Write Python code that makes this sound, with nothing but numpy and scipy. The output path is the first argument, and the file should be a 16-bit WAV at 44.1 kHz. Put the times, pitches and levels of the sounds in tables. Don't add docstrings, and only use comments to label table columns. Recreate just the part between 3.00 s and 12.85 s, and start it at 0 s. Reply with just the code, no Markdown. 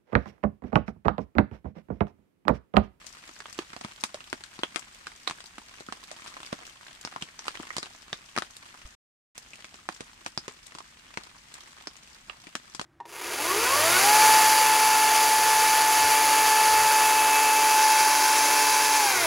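import sys
import numpy as np
from scipy import signal
from scipy.fft import rfft, irfft, next_fast_len
from scipy.io import wavfile
from scipy.ndimage import uniform_filter1d

SR = 44100
rng = np.random.default_rng(int(sys.argv[2]) if len(sys.argv) > 2 else 0)


def digitize_waveform(pressure):
    field = np.atleast_2d(pressure).T
    bounded = np.clip(field, -1, 1)
    quanta = np.round(bounded * 32767).astype(np.int16)
    wavfile.write(sys.argv[1], SR, quanta)


N = 434385

# f/Hz, relative level per Hz/dB
AIR_SPECTRUM = [(15, -15), (35, 1.5), (70, -1), (130, -4.5), (250, -5.5), (450, -27), (900, -45.5)]
# f/Hz, relative level per Hz/dB
WOOD_SPECTRUM = [(120, -34.5), (200, -14.5), (262, -3.5), (451, -7), (761, -3), (1040, -2.5), (1880, 2),
                 (7020, -7), (8720, -9.5), (11200, -18), (15000, -22.5)]
# t/s at the height, width/s, added strength/dB
SURGES = [(.75, 0.75, 1), (3.33, .22, 4), (4.18, 0.078, 2), (4.66, 0.22, 4), (8.62, 0.13, 3)]
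# f/Hz, level/dB
LEAF_SPECTRUM = [(300, -5.5), (2000, -2.5), (5000, 1.5), (8500, -3), (11500, -10.5), (15000, -18)]
# f/Hz, level/dB
SHEET_SPECTRUM = [(40, -24), (110, -5.5), (220, 1), (350, 3), (500, -2.5), (1200, 5), (2600, -1),
                  (4400, -2.5), (7300, -9), (9400, -11.5), (12000, -28), (15000, -31)]
# t/s, level/dB, ring f/Hz, left minus right/dB
LEAF_SPATTERS = [(0.0661, -14.5, 5170, 5), (0.527, -15, 5900, 6), (0.5788, -19, 6140, -12),
                 (1.7934, -15, 7000, 6), (3.0373, -18, 4430, -9), (3.6665, -17, 5960, 3.5),
                 (4.0117, -16.5, 7500, 3), (5.5663, -14, 8600, -1), (6.3782, -10, 6960, -4),
                 (7.667, -18, 8040, 2), (8.54, -14, 7450, -2)]
# t/s, level/dB, thump/dB, spray/dB, ring f/Hz, ring/dB,
# left minus right/dB, left lag/ms
SINGLE_DRIPS = [(0.292, -10.5, -6, -4, 250, 8, 1, 0.084), (0.4039, -13, 8, 3, 1700, 10.5, -4, -0.0079),
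                (0.4572, -8, -2, -14, 3300, 14, 1, -0.021), (0.5897, 2, -5.5, -2.5, 370, 15, -3.5, 0.036),
                (0.7322, -7, 2, -7, 1260, 4, 1, 0.44), (0.7646, -7.5, 9, -3, 700, 8, -4.5, 0.24),
                (0.8113, -14, 8, 7.5, 720, 14, -1, 0.56), (0.848, -2.5, 11, -4, 2000, 1, 0.5, -0.28),
                (1.038, 3, 3.5, 8, 1170, 6, -2, 0.21), (1.144, -8, 5.5, 5, 600, 15, -2.5, 0.29),
                (1.2056, -10.5, -1, -6, 2800, 11, 0, -0.28), (1.329, 3.5, 10, -6, 1800, 4.5, 0.5, -0.13),
                (1.438, -14, -21, 8.5, 1700, 5.5, 4, -0.19), (1.591, -7.5, 6, -8, 4440, 12.5, 4, -0.22),
                (1.6343, 9, 3, -13, 3260, 16, -1, -0.15), (1.7598, 4, -1, -7.5, 2320, 6, 20, 0.4),
                (2.0695, -4.5, .5, 0, 1530, 7, -1.5, 0.07), (2.2745, 1.5, -6, -9, 3860, 22, -3.5, 0),
                (2.2774, 3, -12, -0.5, 650, 8, -5, 0.41), (2.2979, -2, 0, -3, 2580, 5, 2, 0.13),
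                (2.3101, -2.5, -1, -1, 1000, 2, 1, 0.024), (2.405, -14, -11, 5.5, 1900, 3, 2, -0.072),
                (2.5824, -7.5, -6.5, -2, 220, 11.5, -1, 0.1), (2.807, -13.5, 8.5, 0, 590, 8, 1, -0.28),
                (2.8866, -13, 16, -8, 1330, 15.5, 0, -0.15), (2.9244, -0.5, 4, -3, 580, 2.5, -1.5, 0.18),
                (3.1146, -11.5, 4.5, 8, 610, 16, -2, 0.51), (3.278, -18, 6, 11, 1270, 10, 2, -0.16),
                (3.368, -1, -20, -21, 1500, -5, -1, 0.2), (3.5285, 3.5, 6.5, -8, 600, 7, -0.5, 0.36),
                (4.05, -4, 4.5, -1, 5350, 13.5, 1, 0), (4.0745, -2, -15, -13, 2170, 2, 0, -.1),
                (4.1254, -8, -14, -15, 4310, 5, -1, -0.12), (4.1619, -5.5, 4, -8, 980, 11, 2, 0.37),
                (4.2234, -5.5, 16, 3.5, 3100, 12.5, 1, 0.35), (4.3921, -9.5, -19, -2, 5650, 17, -3, 0.068),
                (4.468, -9, -2, -8, 8200, 18, -3, 0.071), (4.4815, 6.5, -9.5, -6.5, 4790, 5, -1, 0.17),
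                (4.5997, -10.5, 17, -20, 1070, 5, 2, 0.11), (4.6313, -6.5, -1, -20, 3160, 12, 4, -0.092),
                (4.7051, -3.5, -5, -20, 2080, 17.5, -3, 0.26), (4.7667, 0, 4.5, 5, 4830, 0, -3, 0.23),
                (4.7825, -2, 6.5, 1, 4870, 11.5, 0.5, 0.15), (4.8293, -3.5, 1, 0.5, 3960, 11, 1, 0.16),
                (5.1297, 2.5, -0.5, -6.5, 3760, 13, 0.5, 0), (5.3641, 2, 0.5, -3.5, 1880, 9, 1, .15),
                (5.3769, 10, -1.5, -14, 4440, 8, 1.5, 0.077), (5.3852, 8.5, -4.5, -6, 2370, -1, 4, 0.15),
                (5.422, 3.5, -6, -10.5, 3760, 7, 3, -0.17), (6.5337, -29.5, 23, 17, 2450, 23, 1, -0.13),
                (6.645, -12, 1, -0.5, 2270, 9, 1, 0.086), (6.7428, -15.5, -1, 0, 220, 9, -1, -0.32),
                (6.8894, 4, 3.5, -8, 2290, -1, -3.5, 0.1), (7.0072, -7.5, 9, 4, 540, 8, -2, 0.4),
                (7.263, 1.5, -1.5, -2, 530, 5, -0.5, -0.35),
                (7.3762, -2.5, 12.5, -1, 5000, 17.5, -1.5, -.1), (7.4808, -4, 4.5, 0.5, 470, 9, 2, 0.23),
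                (7.75, -15.5, 17, 7, 1160, 11, -0.5, 0), (7.7855, -18.5, 4, 15, 1000, 20, -0.5, 0.14),
                (7.805, -15.5, 8, -4, 1030, 12.5, -1, -0.09), (8.1409, -18, 1, 1, 2590, 12, 1, -0.028),
                (8.1736, 1, 7.5, -5, 2450, 5, 2.5, -0.34), (8.872, -5.5, 6.5, -1.5, 5270, 14.5, -2.5, 0.14),
                (9.2975, -2, -13, -15, 2790, 15.5, -5, 0.034), (9.47, -18, 14, 3, 2400, 12, 2, -0.5),
                (9.5533, 1.5, 4.5, 1.5, 1810, 5.5, -0.5, -0.065), (9.7488, -10, 4, 9.5, 4640, 1, 4, -0.31),
                (9.7956, 3, 0.5, -7, 4200, 6, 2.5, 0.18), (9.8138, -5, 1, 4, 560, 10, 1, -0.67)]
DRIP_TONE_HZ = [220, 1200, 4000, 8500, 12000]
# f/Hz, level/dB
ECHO_SPECTRUM = [(150, -12), (450, -3.5), (1200, -4.5), (4000, 3), (8000, 6), (14000, 2)]
# f/Hz, left minus right/dB
PORT_DIFFERENCE = [(200, 0), (700, -1.5), (2000, -1.6), (4400, 1), (8300, 9.5), (11000, 2.5), (15000, 1)]

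SHOWER_DB, LIGHTER_DB = 0.7, -0.93
SILENCE_START_S, SILENCE_END_S = 5.95, 6.35
FLAP_S = 5.851
SNAP_SHARE = 0.79
MIST_PER_DB = 0.55
RIPPLE_DB, RIPPLE_PER_DB = -2.5, -0.2
LEAD_S = 0.0007
TOP_HZ = 15400

SIZE = 4096
TIME = np.arange(N) / SR
AGE = np.arange(SIZE) / SR
BINS = np.fft.rfftfreq(SIZE, 1 / SR)
SIDES = np.array([[1], [-1]])


def undb(db):
    return 10 ** (np.asarray(db) / 20)


def unit(x):
    return x / np.sqrt(np.sum(x ** 2, axis=-1, keepdims=True))


def level(x, db):
    return x * undb(db) / np.sqrt(np.mean(x ** 2))


def slope(points, hz):
    f, db = np.transpose(points)
    return np.interp(np.log(hz + 1), np.log(f), db)


def colour(x, points, share=1):
    size = next_fast_len(N + SIZE)
    gain = undb(share * slope(points, np.fft.rfftfreq(size, 1 / SR)))
    return irfft(rfft(x, size) * gain, size)[..., :N]


def causal(db):
    cepstrum = irfft(np.log(undb(db)))
    cepstrum[1:SIZE // 2] *= 2
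    cepstrum[SIZE // 2 + 1:] = 0
    return np.exp(rfft(cepstrum))


def delay(s):
    return np.exp(-2j * np.pi * BINS * s)


def ring(hz, width):
    damping_hz = 55
    return 1 / (1 + (np.log((BINS + 1) / hz) / (width + damping_hz / hz)) ** 2)


def walk(rate):
    knots = rng.standard_normal(1024)
    return np.interp(TIME * rate, np.arange(len(knots)), knots)


def add(out, s, sound):
    start = max(int(s * SR), 0)
    out[:, start:start + SIZE] += sound[:, :max(N - start, 0)]


def shower():
    steady = np.where(TIME < SILENCE_END_S, SHOWER_DB, LIGHTER_DB)
    return steady + sum(db * np.exp(-((TIME - s) / width) ** 2) for s, width, db in SURGES)


def air(side_db=-17):
    noise = rng.standard_normal((3, N))
    return colour(noise[2] + undb(side_db) * noise[:2], AIR_SPECTRUM)


def hiss(likeness=0.081):
    noise = rng.standard_normal((3, N))
    flicker_db = 0.6 * walk(70)
    return colour(noise[:2] + likeness * noise[2], WOOD_SPECTRUM) * undb(flicker_db)


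def flap(hz=48, decay_s=0.0089, db=-33):
    age = np.maximum(TIME - FLAP_S, 0)
    return undb(db) * np.sin(2 * np.pi * hz * age) * np.exp(-age / decay_s)


def splash(db, ripple_db, pan_db, lag_ms, scatter_s=0.0012, scatter_db=-5):
    ripple_s, wide_hz, soft_hz, bounce_db = 0.0077, 340, 4300, -10
    noise = rng.standard_normal((4, SIZE))
    firm = 1 / (1 + (BINS / soft_hz) ** 2)
    bounce = undb(bounce_db) * delay(rng.uniform(0.00045, 0.002125))
    pulse = np.sqrt(firm) * (1 + bounce)
    burst_gain = np.sqrt(undb(scatter_db) ** 2 + 1 - firm)
    burst = burst_gain * rfft(unit(noise[:2] * np.exp(-AGE / scatter_s)))
    ripple = undb(ripple_db) * rfft(unit(noise[2:] * np.exp(-AGE / ripple_s)))
    mid, side = burst + ripple
    apart = 0.5 * BINS ** 2 / (BINS ** 2 + wide_hz ** 2)
    spread = np.sqrt(1 - apart) * mid + SIDES * np.sqrt(apart) * side
    direction = undb(SIDES * pan_db / 2) * delay(LEAD_S + SIDES * lag_ms / 2e3)
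    energy = 1 + undb(scatter_db) ** 2 + undb(ripple_db) ** 2
    return irfft((pulse + spread) * causal(db) * direction) / np.sqrt(energy)


def patter(surface, rate, low_hz, high_hz, ring_db, ring_width, spread_db, ripple_db, count):
    out = np.zeros((2, N))
    spots = []
    for pitch, place in rng.random((count, 2)):
        hz = low_hz * (high_hz / low_hz) ** pitch
        spectrum = slope(surface, BINS) + ring_db * ring(hz, ring_width)
        spots.append(splash(spectrum, ripple_db, 7 * (place - 0.5), 0.86 * (0.5 - place)))
    for when, where, weight in rng.random((int(rate * N / SR), 3)):
        size_db = -spread_db * np.log(weight + 0.025)
        add(out, when * N / SR, undb(size_db) * spots[int(where * count)])
    flurry_db = 2.2 * walk(18)
    return out * undb(flurry_db)


def leaf_ticks():
    return patter(LEAF_SPECTRUM, rate=130, low_hz=2200, high_hz=8200, ring_db=10, ring_width=0.15,
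                  spread_db=5, ripple_db=0, count=140)


def fine_rain():
    return patter(SHEET_SPECTRUM, rate=170, low_hz=900, high_hz=3800, ring_db=10, ring_width=0.19,
                  spread_db=4.2, ripple_db=-2, count=100)


def light_drips():
    return patter(SHEET_SPECTRUM, rate=14, low_hz=500, high_hz=3400, ring_db=10, ring_width=0.14,
                  spread_db=1, ripple_db=1, count=40)


def spatters(ring_db=5, ripple_db=2):
    out = np.zeros((2, N))
    for s, db, hz, pan_db in LEAF_SPATTERS:
        spectrum = db + slope(LEAF_SPECTRUM, BINS) + ring_db * ring(hz, 0.22)
        add(out, s, splash(spectrum, ripple_db, pan_db, 0, scatter_s=0.0025, scatter_db=7.5))
    return out


def single_drips(ring_width=0.13):
    out = np.zeros((2, N))
    for s, db, thump, spray, hz, ring_db, pan_db, lag_ms in SINGLE_DRIPS:
        tone_db = [thump, 0, SNAP_SHARE * spray, spray, spray + MIST_PER_DB * db]
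        tone = slope(list(zip(DRIP_TONE_HZ, tone_db)), BINS)
        spectrum = db + slope(SHEET_SPECTRUM, BINS) + tone + ring_db * ring(hz, ring_width)
        add(out, s - LEAD_S, splash(spectrum, RIPPLE_DB + RIPPLE_PER_DB * db, pan_db, lag_ms))
    return out


def trees(x, t60=0.11):
    age = np.arange(SR // 2) / SR
    decay = undb(-60 * age / t60)
    onset = 1 - np.exp(-age / 0.003)
    response = unit(rng.standard_normal((2, len(age))) * decay * onset)
    return colour(signal.oaconvolve(x, response, axes=1)[:, :N], ECHO_SPECTRUM)


def scene():
    shower_db = shower()
    far = level(hiss(), -56.5) * undb(0.76 * shower_db) + level(air(), -65.5)
    leaves = level(leaf_ticks(), -59.0) * undb(1.1 * shower_db)
    tarp = (level(fine_rain(), -57.0) + level(light_drips(), -62.5)) * undb(1.91 * shower_db)
    taps = leaves + tarp + spatters() + single_drips()
    echo = undb(-13) * trees(taps)
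    return far + flap() + taps + echo


def record(dry):
    sound = colour(dry, PORT_DIFFERENCE, share=SIDES / 2)
    live = 1.0 * ((TIME < SILENCE_START_S) | (TIME > SILENCE_END_S))
    gate = uniform_filter1d(live, size=200)
    low_pass = signal.ellip(8, 0.2, 70, TOP_HZ, fs=SR, output="sos")
    return signal.sosfilt(low_pass, sound * gate)


dry = scene()
out = record(dry)
digitize_waveform(out)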